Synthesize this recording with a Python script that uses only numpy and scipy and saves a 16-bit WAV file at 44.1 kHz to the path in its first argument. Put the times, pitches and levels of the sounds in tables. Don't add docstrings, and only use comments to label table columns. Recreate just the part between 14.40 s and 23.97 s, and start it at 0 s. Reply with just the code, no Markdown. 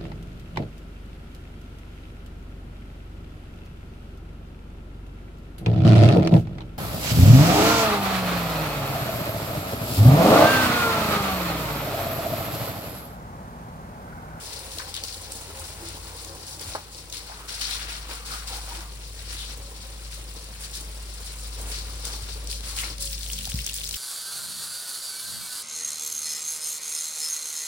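import sys
import numpy as np
from scipy import signal
from scipy.fft import rfft, irfft, next_fast_len
from scipy.io import wavfile

SR = 44100
rng = np.random.default_rng(int(sys.argv[2]) if len(sys.argv) > 2 else 0)


def materialize(psi):
    bounded = np.clip(np.atleast_2d(psi).T, -1, 1)
    quanta = np.round(bounded * 32767).astype(np.int16)
    wavfile.write(sys.argv[1], SR, quanta)


N = 422037
TIME = np.arange(N) / SR
PADDED = next_fast_len(N + SR)
BIN_HZ = np.maximum(np.arange(PADDED // 2 + 1) * SR / PADDED, 1)

# time in seconds, level in dB.
PATTER_LEVEL = [(0, -43.5), (.8, -55), (1.8, -47), (2.35, -52.5), (2.47, -56.5), (3.0, -54.5), (3.4, -53.5),
                (4.55, -50.5), (5.1, -49.5), (5.55, -50.5), (6.7, -48.5), (7.8, -47), (8.03, -50.5),
                (8.57, -54), (8.75, -45.5), (9.57, -42)]
# time in seconds, level in dB.
GROUND_LEVEL = [(0, -53), (1.8, -56), (2.65, -59), (3.5, -52), (4.6, -56), (5.6, -55.5), (7.5, -53.5),
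                (8.15, -56), (9.57, -53.5)]
# start in seconds, length in seconds, patter in dB,
# splash against patter in dB, spray against patter in dB.
SWEEPS = [(.11, 0.02, -43.5, -7, -15), (.3, 0.023, -43.5, -13, -3), (.375, 0.034, -41.5, -23, -14),
          (.47, 0.025, -44.5, -11, -11), (.54, 0.045, -45, -3.5, -18), (.625, 0.2, -44, -28, -7),
          (.9, 0.12, -46.5, -19, -2), (1.14, 0.15, -48.5, -6, -2.5), (1.44, 0.064, -49, -1.5, -6),
          (2.06, 0.031, -45, -27, -0.5), (2.19, 0.15, -42, -8.5, -8.5), (2.51, 0.062, -46.5, -23, -5.5),
          (2.722, 0.031, -38.5, -8.5, -8), (2.85, 0.11, -52, -3, -7), (3.072, 0.12, -40, -7.5, -8.5),
          (3.2, 0.15, -33.5, -7, -13), (3.38, 0.043, -42.5, 1.5, -11), (3.475, 0.036, -39.5, -1, -8),
          (3.68, 0.042, -40.5, -4.5, -7.5), (3.845, .13, -41, -7.5, -9.5), (4.055, 0.12, -40.5, -7, -7.5),
          (4.27, 0.082, -45, -3.5, -6.5), (4.75, 0.15, -51, -5.5, -8), (4.878, 0.059, -45, -1, -6),
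          (4.97, 0.038, -42, -10, -6), (5.08, 0.022, -41.5, -5.5, -21), (5.7, 0.028, -43.5, -7.5, -8),
          (6.19, 0.059, -47.5, -4, -0.5), (6.32, 0.058, -42, -14, -6), (6.8, 0.092, -49.5, -9, -4.5),
          (6.97, 0.071, -57, -4, 6), (7.17, 0.048, -51, -3, 1.5), (7.25, 0.067, -50, -4, 3),
          (7.3, 0.095, -41.5, -6.5, -18), (7.63, 0.12, -40.5, -11, -9.5), (7.86, 0.077, -44.5, -8, -11),
          (8.085, 0.044, -39, -17, -7), (8.22, 0.081, -39.5, -8.5, -6.5), (8.35, 0.069, -40.5, -5, -0.5),
          (8.425, 0.045, -39.5, -6.5, -20), (8.59, 0.055, -37.5, -17, -2)]
SWEEP_ATTACK_S, SWEEP_FALL_DB_PER_S = 0.02, 138
SPRAY_VS_PATTER_DB, FLUTTER_SPREAD_DB, FLUTTER_HZ = -5.5, 0.5, 39
# time in seconds, drumming on earth in dB, sploshing in pools in dB.
SOIL_LEVELS = [(0, -46, -47.5), (.7, -50, -50), (1.1, -47.5, -49), (2.35, -49.5, -48.5),
               (2.65, -53.5, -58.5), (3.15, -53, -47), (4.35, -55, -46), (4.65, -53, -64.5),
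               (5.0, -53, -54), (6.0, -53, -57), (7.05, -51.5, -54), (7.9, -49.5, -53), (8.7, -56.5, -81),
               (9.57, -57.5, -74)]
# start in seconds, length in seconds, drumming in dB,
# sploshing against drumming in dB.
PLUNGES = [(1.15, 0.11, -53.5, 6), (1.38, 0.058, -45, -4), (1.69, 0.045, -49, -1), (2.86, 0.17, -59.5, 10),
           (3.34, 0.056, -62, 9), (3.68, 0.041, -44.5, -2), (3.9, 0.052, -52.5, 12.5),
           (4.09, 0.088, -53, 9.5), (4.27, 0.19, -55, 8.5), (6.37, 0.071, -50.5, -12),
           (7.17, 0.17, -47.5, -5), (7.47, 0.027, -58.5, 9), (7.63, 0.11, -51, 5.5), (8.25, 0.13, -55, 6),
           (8.42, 0.05, -44.5, -1)]
PLUNGE_ATTACK_S, PLUNGE_FALL_DB_PER_S = 0.0077, 215
# time in seconds, resonance in Hz.
HOLLOW_PITCH = [(0, 900), (2.89, 880), (2.98, 1150), (3.13, 1450), (3.6, 1250), (3.74, 1060), (3.96, 1310),
                (4.08, 1200), (4.14, 830), (4.21, 1100), (4.37, 980), (4.6, 1150)]
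HOLLOW_WIDTH_HZ, HOLLOW_WANDER_RATIO, HOLLOW_VS_SPLOSH_DB = 395, .04, -4
# start in seconds, level in dB, leaf ring in Hz, scattered droplets against the crack in dB.
SLAPS = [(.132, -26, 5200, 8), (.1915, -29, 9200, 2), (.317, -26.5, 4100, 9), (.3848, -19.5, 4500, 9),
         (.5417, -18, 4100, 4), (.5505, -22, 4000, 2), (.5651, -19.5, 4200, 4), (.574, -24, 3700, 4),
         (.6372, -17, 5200, 4), (.6495, -23, 4700, 2), (.683, -23, 4600, 2), (.7255, -27, 4000, 0),
         (.744, -28, 4400, 2), (.9203, -20, 8600, 6), (1.4865, -25, 8000, 0), (1.8472, -26, 6500, -2),
         (2.1949, -25, 4800, 6), (2.212, -24, 10000, 0), (2.547, -31, 4500, 8), (2.58, -30, 4400, 9),
         (2.6993, -29, 6000, 7), (2.7257, -19.5, 4400, 8), (2.77, -24, 4200, 9), (3.2126, -18, 4150, 7),
         (3.3099, -21, 4000, 13), (6.3525, -25, 5400, 6), (7.6525, -17, 7400, 7), (8.0726, -23, 5300, 8),
         (8.1135, -22, 4130, 6), (8.128, -24, 3000, 3), (8.2072, -29, 4300, 7), (8.3644, -23, 4700, 7),
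         (8.379, -20, 2500, 0), (8.3873, -14.5, 2750, 2), (8.404, -23, 3600, 2), (8.5819, -26, 5000, 8),
         (8.6733, -23, 3300, 0), (8.7299, -21, 5150, 0), (8.7801, -25, 4100, 0), (8.8313, -22, 4150, 3),
         (8.8631, -24, 3400, 2), (8.9321, -17, 5800, 5), (8.9806, -25, 3200, -3), (8.989, -19.5, 3200, -3),
         (9.0445, -25, 3050, 0), (9.0538, -17.5, 4700, 2), (9.0986, -23, 5900, 0), (9.1885, -19, 2600, 4),
         (9.2643, -16, 5900, 0), (9.2953, -18.5, 3000, 3), (9.3422, -18.5, 9000, -2),
         (9.3635, -21, 5750, 0), (9.3841, -20.5, 3600, 3), (9.4351, -24, 3800, 0), (9.4917, -22, 5300, 0),
         (9.5106, -22, 5700, 0), (9.5437, -20, 3300, 3)]
# start in seconds, level in dB, lower band edge
# in Hz, # upper band edge in Hz, hard push against the splat in dB.
KNOCKS = [(.393, -31, 1000, 2000, 0), (.4, -29, 950, 1900, 3), (.418, -32, 900, 2100, 0),
          (.468, -35, 650, 1250, 3), (2.3505, -30.5, 380, 1500, 27), (2.3542, -28, 500, 1350, 30),
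          (2.36, -29, 330, 1300, 8), (2.377, -33.5, 560, 1450, 12), (2.898, -29, 750, 1050, 24),
          (2.920, -32, 850, 1700, 14), (8.436, -34, 500, 2600, 17), (9.072, -36, 620, 880, 24)]
# frequency in Hz, level in dB, 60 dB decay in seconds.
POT_MODES = [(335, -7.5, 0.53), (420, -16, 0.0068), (554, -28, 0.024), (816, 18, 0.01), (1080, 19, 0.0093)]
# start in seconds, length in seconds, peak in dB.
BOOMS = [(1.38, 0.14, -44), (1.593, 0.14, -51), (1.875, 0.087, -49), (4.37, 0.044, -44), (7.185, .14, -51)]
# start in seconds, length in seconds, peak in dB, ring in Hz.
BUZZES = [(0.539, 0.059, -39, 3660), (3.27, .12, -36, 3910), (3.478, 0.071, -51, 2960),
          (4.949, 0.13, -39, 3560), (8.365, 0.12, -42, 2380)]
BUZZ_WIDTH_HZ, BUZZ_SAG_OCTAVES = 810, 0.27
# start in seconds, level in dB, starting pitch in Hz.
PLOPS = [(2.897, -35, 860), (3.353, -39, 1027), (3.723, -35, 1030), (3.938, -30, 1190), (4.125, -35, 736),
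         (4.32, -33, 895), (8.434, -23, 2050)]
PLOP_ATTACK_S, PLOP_CYCLES, PLOP_PHASE_STRETCH = .002, 52, 0.18
# time in seconds, level in dB.
HEDGE_LEVEL = [(0, -90), (8.5, -86.5), (8.7, -39), (9.57, -32)]
# start in seconds, level in dB, softness of the push in seconds.
BUMPS = [(2.264, -33.5, 0.0042), (7.814, -33, 0.0041), (9.076, -37, 0.0023), (9.1385, -21.5, 0.0024)]
WOBBLE_HZ, WOBBLE_PEAK_S, RUB_DB = 58, .026, -19
# time in seconds, deep hum in dB, upper hum in dB.
HUM_LEVELS = [(0, -49, -57), (.6, -49, -50), (.95, -48, -53), (1.15, -50, -49.5), (1.6, -44, -47),
              (1.98, -52, -53.5), (2.21, -51, -45), (2.45, -52, -56), (3.4, -40, -75), (4.95, -39, -54),
              (5.7, -40, -74), (6.95, -38, -73), (7.25, -35, -52), (8.4, -35.5, -60), (9.15, -38.5, -67),
              (9.57, -44.5, -54)]
THROB_PERIOD_S, THROB_CREST_S, THROB_DB = 0.765, 4.22, 1.4
# time in seconds, pitch in Hz, level in dB.
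DRONE = [(0, 72.7, -66), (.3, 77.3, -48), (.55, 82, -58), (.9, 78.9, -63), (1.18, 76.5, -48),
         (1.55, 74.2, -51), (1.9, 72.6, -66), (3, 74, -90)]
# start in seconds, length in seconds, pitch in Hz, peak in dB.
HOOTS = [(.1, 0.3, 542, -51.5), (1.12, 0.14, 534, -44.5), (1.84, 0.13, 548, -47.5),
         (5.141, 0.2, 557, -51.5), (8.555, 0.21, 552, -49.5), (8.93, 0.35, 527, -56.5),
         (8.89, 0.2, 204.3, -46)]
# time in seconds, level in dB.
STREET_LEVEL = [(0, -51), (2.6, -52.5), (4.5, -50.5), (7, -50), (9, -47), (9.57, -50)]
# frequency in Hz, gain in dB.
SOIL_COLOUR = [(120, -6), (240, -5.5), (350, 0.5), (550, 1.5), (750, -4.5), (1100, -45), (2500, -15)]
POOL_COLOUR = [(350, -4.5), (650, -7), (850, -1.5), (1100, -8.5), (1400, 2.5), (1800, -1), (3000, -9)]
SPLASH_COLOUR = [(700, -11.5), (1300, 1), (1800, 1.5), (2300, 3), (2900, 3), (3900, 1.5), (7000, -23)]
LEAF_COLOUR = [(1500, -27), (2600, -11), (3400, -3.5), (4300, 4), (5400, 2), (6500, -4.5), (8500, -10.5),
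               (14000, -18)]
SPRAY_COLOUR = [(3500, -24.5), (6000, -0.5), (7500, 3), (9000, 1), (11000, 2.5), (13000, -6), (15500, -4)]
HEDGE_COLOUR = [(800, -20), (1600, -6.5), (2700, -4.5), (5500, 1.5), (10000, -2), (15000, 2.5)]
STREET_COLOUR = [(20, -25), (40, -0.5), (70, 4.5), (125, 2.5), (175, -2), (240, -7.5), (320, -18.5),
                 (430, -13.5), (1000, -26), (4000, -39)]
# frequency in Hz, level against the direct sound in dB.
REFLECTED = [(150, -21), (500, -5.5), (1000, -1.5), (2000, 7), (5000, 6), (6500, 4), (7800, -4),
             (9000, -12), (16000, -6)]
LATE_SHARE, LATE_S = 0.48, 0.035
WALL_DELAY_S, WALL_SWAY_S, WALL_DB = .0042, 0.00027, -12.5
# frequency in Hz, lead of the left in radians.
STEREO_PHASE = [(50, 0), (1000, -1.1), (4200, -3.3), (5400, -6.3), (6400, -9.4), (8300, -12.2),
                (10000, -12.8), (12000, -15.5), (13600, -15.9), (15400, -18.7)]
# frequency in Hz, left minus right in dB.
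STEREO_BALANCE = [(100, 1.5), (1000, 0), (1700, 3), (3200, 2), (4000, 11), (4700, 8), (5700, 9), (6800, -1),
                  (9000, -0.5)]
CUTOFF_HZ = 15900


def stream():
    patter, ground = gains(PATTER_LEVEL)[0], gains(GROUND_LEVEL)[0]
    flutter = from_db(-FLUTTER_SPREAD_DB * drift(FLUTTER_HZ))
    steady = np.array([patter, ground, from_db(SPRAY_VS_PATTER_DB) * patter]) * flutter
    sweeps = gushes(SWEEPS, SWEEP_ATTACK_S, SWEEP_FALL_DB_PER_S)
    leaves, splash, spray = np.sqrt(steady ** 2 + sweeps)
    on_ground = drops(900, 2.2, 2.2, 0.003) + from_db(-24.0) * bubbles(1460, 3740, 35, count=1500)
    on_leaves = drops(1200, 4.2, 4.4, 0.019) + from_db(-16.0) * bubbles(3330, 6090, 54, count=1800)
    fine = drops(1600, 3.4, 1.8, 0.0062)
    return (from_db(4.5) * splash * coloured(on_ground, SPLASH_COLOUR)
            + from_db(3.0) * leaves * coloured(on_leaves, LEAF_COLOUR)
            + from_db(7.5) * spray * coloured(fine, SPRAY_COLOUR))


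def soil():
    plunges = gushes(PLUNGES, PLUNGE_ATTACK_S, PLUNGE_FALL_DB_PER_S)
    earth, pool = np.sqrt(np.square(gains(SOIL_LEVELS)) + plunges)
    thuds = drops(500, 3.7, 3.0, 0.016)
    drumming = coloured(thuds, SOIL_COLOUR) + from_db(-8.5) * rms_one(pot(thuds))
    drumming = drumming + from_db(-9) * bubbles(300, 620, 22, count=600)
    sploshes = drops(1400, 1.3, 3, 0.003) + from_db(-10) * bubbles(640, 1500, 26, count=2600)
    hollow_hz = np.interp(TIME, *np.transpose(HOLLOW_PITCH)) * np.exp(HOLLOW_WANDER_RATIO * drift(6))
    gurgle = from_db(HOLLOW_VS_SPLOSH_DB) * resonance(hollow_hz, HOLLOW_WIDTH_HZ)
    pooled = coloured(sploshes, POOL_COLOUR) + gurgle
    return from_db(1.5) * earth * drumming + from_db(-0.74) * pool * pooled


def slaps():
    out, t = np.zeros((3, N)), TIME[:SR // 6]
    for s, db, ring_hz, droplets_db in SLAPS:
        crack = np.exp(-2 * t / .0026)
        landed = rng.random(len(t)) < 1200 / SR
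        droplets = landed * rng.exponential(1, len(t)) * np.exp(-2 * t / .028)
        energy = crack + from_db(droplets_db) * lingering(droplets, 0.0013)
        burst = spatter(energy, late=0)
        burst[:, 0] += 3
        leaf = bandpass(burst, 1, ring_hz / 1.18, ring_hz * 1.18)
        slap = from_db(-6.5) * burst + from_db(7.5) * np.sqrt(4500 / ring_hz) * leaf
        add(out, s, from_db(db - 4.5) * highpass(slap, 3, 2300))
    return out


def knocks():
    push, t = np.zeros((3, N)), TIME[:SR // 6]
    for s, db, low_hz, top_hz, hard_db in KNOCKS:
        splat = from_db(-3) * spatter(np.exp(-2 * t / .011), late=.1)
        splat[0, 0] += from_db(hard_db)
        add(push, s, from_db(db) * bandpass(splat, 2, low_hz, top_hz))
    return from_db(-49) * pot(push) + from_db(11.5) * push


def buzzes():
    out = np.zeros((3, N))
    for s, length_s, db, ring_hz in BUZZES:
        along = np.linspace(0, 1, int(length_s * SR))
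        pitch_hz = ring_hz * 2 ** (BUZZ_SAG_OCTAVES * (.5 - along))
        add(out, s, from_db(db) * np.sin(np.pi * along) * resonance(pitch_hz, BUZZ_WIDTH_HZ))
    return out


def booms():
    out, mode_hz = np.zeros((3, N)), POT_MODES[0][0]
    for s, length_s, db in BOOMS:
        t = TIME[:int(length_s * SR)]
        tone = np.sin(2 * np.pi * (mode_hz * t + rng.random((3, 1))))
        add(out, s, from_db(db) * np.sin(np.pi * t / length_s) * tone)
    return out


def plops():
    out, t = np.zeros((3, N)), TIME[:SR // 5]
    for s, db, hz in PLOPS:
        age = t * hz / PLOP_CYCLES
        phases = rng.random((3, 1))
        shape = np.minimum(t / PLOP_ATTACK_S, 1) * from_db(db - 60 * age)
        cycles = hz * t * (1 + PLOP_PHASE_STRETCH * age)
        add(out, s, shape * np.sin(2 * np.pi * (cycles + phases)))
    return out


def hedge():
    ticks = drops(110, 2.0, 2.5, 0.0015) + from_db(-2) * bubbles(2300, 9500, 22, count=900)
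    return gains(HEDGE_LEVEL)[0] * coloured(ticks, HEDGE_COLOUR)


def bumps():
    out, t = np.zeros(N), TIME[:SR // 5]
    for s, db, soft_s in BUMPS:
        along = t / soft_s - 3
        pulse = (1 - along ** 2) * np.exp(-along ** 2)
        rub = rms_one(bandpass(rng.standard_normal(len(t)), 2, 60, 150))
        swell = t / WOBBLE_PEAK_S * np.exp(1 - t / WOBBLE_PEAK_S)
        wobble = .55 * np.sin(2 * np.pi * WOBBLE_HZ * t)
        add(out, s, -from_db(db) * (1.7 * pulse + swell * (wobble + from_db(RUB_DB) * rub)))
    return highpass(out, 2, 40)


def machine():
    deep, upper = gains(HUM_LEVELS)
    throb = from_db(THROB_DB * np.cos(2 * np.pi * (TIME - THROB_CREST_S) / THROB_PERIOD_S))
    s, drone_hz, drone_db = np.transpose(DRONE)
    drone_gain = from_db(np.interp(TIME, s, drone_db))
    drone = drone_gain * unsteady_tone(np.interp(TIME, s, drone_hz), 0.31, 1.7)
    low_tone = unsteady_tone(52.4, 0.44, 0.63)
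    upper_tones = unsteady_tone(87.2, 0.93, 2.8) + from_db(-12.5) * unsteady_tone(146, 0.87, 3.1)
    return throb * deep * low_tone + upper * upper_tones + drone


def hoots():
    out = np.zeros(N)
    for s, length_s, hz, db in HOOTS:
        along = np.linspace(0, 1, int(length_s * SR))
        pitch_hz = hz * (1 - 0.053 * (along - .35) ** 2)
        note = np.sin(2 * np.pi * np.cumsum(pitch_hz) / SR)
        add(out, s, from_db(db) * np.sin(np.pi * along) * note)
    return out


def street():
    noise = rng.standard_normal(N) + 0.53 * rng.standard_normal((2, N))
    return gains(STREET_LEVEL)[0] * coloured(noise, STREET_COLOUR)


def wall(x):
    gain = from_db(WALL_DB)
    echo = np.array([np.interp(TIME - WALL_DELAY_S - WALL_SWAY_S * drift(0.74), TIME, row) for row in x])
    return (x + gain * echo) / np.sqrt(1 + gain ** 2)


def patio(x):
    spectra = rfft(x, PADDED)
    wet, balance = from_db(over_hz(REFLECTED)), from_db(over_hz(STEREO_BALANCE))
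    direct = spectra[0] * np.exp(.5j * over_hz(STEREO_PHASE) * np.array([[1], [-1]]))
    sides = np.array([balance, np.ones_like(balance)]) * np.sqrt(2 / (1 + balance ** 2))
    mixed = (direct + wet * spectra[1:]) / np.sqrt(1 + wet ** 2)
    return irfft(sides * mixed, PADDED)[:, :N]


def drops(per_s, spread_db, clump_db, burst_s):
    landed = rng.random(N) < per_s * from_db(clump_db * drift(35)) / SR
    sizes = from_db(spread_db * np.minimum(rng.exponential(1, N), 5.5))
    return rms_one(spatter(lingering(landed * sizes ** 2, burst_s), LATE_SHARE))


def bubbles(low_hz, high_hz, cycles, count):
    out, t = np.zeros((3, N)), TIME[:SR // 30]
    for when, pitch, size, *paths in rng.random((count, 6)):
        hz = low_hz * (high_hz / low_hz) ** pitch
        age = t * hz / cycles
        plink = from_db(10 * size - 60 * age) * np.sin(2 * np.pi * hz * t * (1 + 0.08 * age))
        path_gains = np.cos(2 * np.pi * np.array(paths))
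        add(out, when * TIME[-1], np.outer(path_gains, plink))
    return rms_one(out)


def gushes(rows, attack_s, fall_db_per_s):
    power, t = np.zeros((len(rows[0]) - 2, N)), TIME[:SR]
    for s, length_s, db, *against_db in rows:
        fall = from_db(-fall_db_per_s * np.maximum(t - length_s, 0))
        shape = np.minimum(t / attack_s, 1) * fall
        part_gains = from_db(db + np.array([0, *against_db]))
        add(power, s, np.outer(part_gains, shape) ** 2)
    return power


def spatter(energy, late):
    late = np.clip(late, 0, 1)
    reflected = (1 - late) * energy + late * lingering(energy, LATE_S)
    return np.sqrt([energy, reflected, reflected]) * rng.standard_normal((3, len(energy)))


def lingering(energy, decay_s):
    keep = np.exp(-2 / (decay_s * SR))
    return signal.lfilter([1 - keep], [1, -keep], energy + 1e-18)


def pot(push):
    modes = enumerate(POT_MODES)
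    return sum((-1) ** k * from_db(db) * ring(push, hz, t60_s) for k, (hz, db, t60_s) in modes)


def ring(push, hz, t60_s):
    r, w = from_db(-60 / (t60_s * SR)), 2 * np.pi * hz / SR
    return signal.lfilter([0, np.sin(w)], [1, -2 * r * np.cos(w), r * r], push + 1e-18)


def resonance(hz, width_hz):
    lowpass = signal.butter(2, width_hz / 2, fs=SR, output="sos")
    wobble = signal.sosfilt(lowpass, rng.standard_normal((2, 3, len(hz))))
    turn = 2 * np.pi * np.cumsum(hz) / SR
    return rms_one(wobble[0] * np.cos(turn) + wobble[1] * np.sin(turn))


def unsteady_tone(hz, wander_hz, waver_db):
    level = np.sqrt(2) * from_db(waver_db * drift(5.1))
    return level * np.sin(2 * np.pi * np.cumsum(hz + wander_hz * drift(2.9)) / SR)


def drift(rate_hz):
    r = np.exp(-80 * np.pi * rate_hz / SR)
    noise = rng.standard_normal(N // 40 + 2002)
    slow = signal.lfilter([1], [1, -2 * r, r * r], noise)[2000:]
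    return np.interp(np.arange(N) / 40, np.arange(len(slow)), rms_one(slow))


def coloured(x, colour):
    return rms_one(irfft(rfft(x, PADDED) * from_db(over_hz(colour)), PADDED)[..., :N])


def over_hz(points):
    hz, value = np.transpose(points)
    return np.interp(np.log(BIN_HZ), np.log(hz), value)


def gains(rows):
    s, *columns = np.transpose(rows)
    return [from_db(np.interp(TIME, s, column)) for column in columns]


def bandpass(x, order, low_hz, high_hz):
    return signal.sosfilt(signal.butter(order, [low_hz, high_hz], "band", fs=SR, output="sos"), x)


def highpass(x, order, hz):
    return signal.sosfilt(signal.butter(order, hz, "high", fs=SR, output="sos"), x)


def from_db(db):
    return 10 ** (np.asarray(db) / 20)


def rms_one(x):
    return x / np.sqrt(np.mean(x ** 2) + 1e-20)


def add(track, s, sound):
    start = round(s * SR)
    track[..., start:start + sound.shape[-1]] += sound[..., :N - start]


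def scene():
    water = wall(stream() + soil()) + hedge() + buzzes() + plops() + booms() + slaps() + knocks()
    at_patio = patio(water)
    rest = street() + machine() + hoots() + bumps()
    return at_patio + rest * from_db([[.6], [-.6]])


def record(dry):
    return signal.sosfilt(signal.ellip(10, .1, 80, CUTOFF_HZ, fs=SR, output="sos"), dry)


dry = scene()
out = record(dry)
materialize(out)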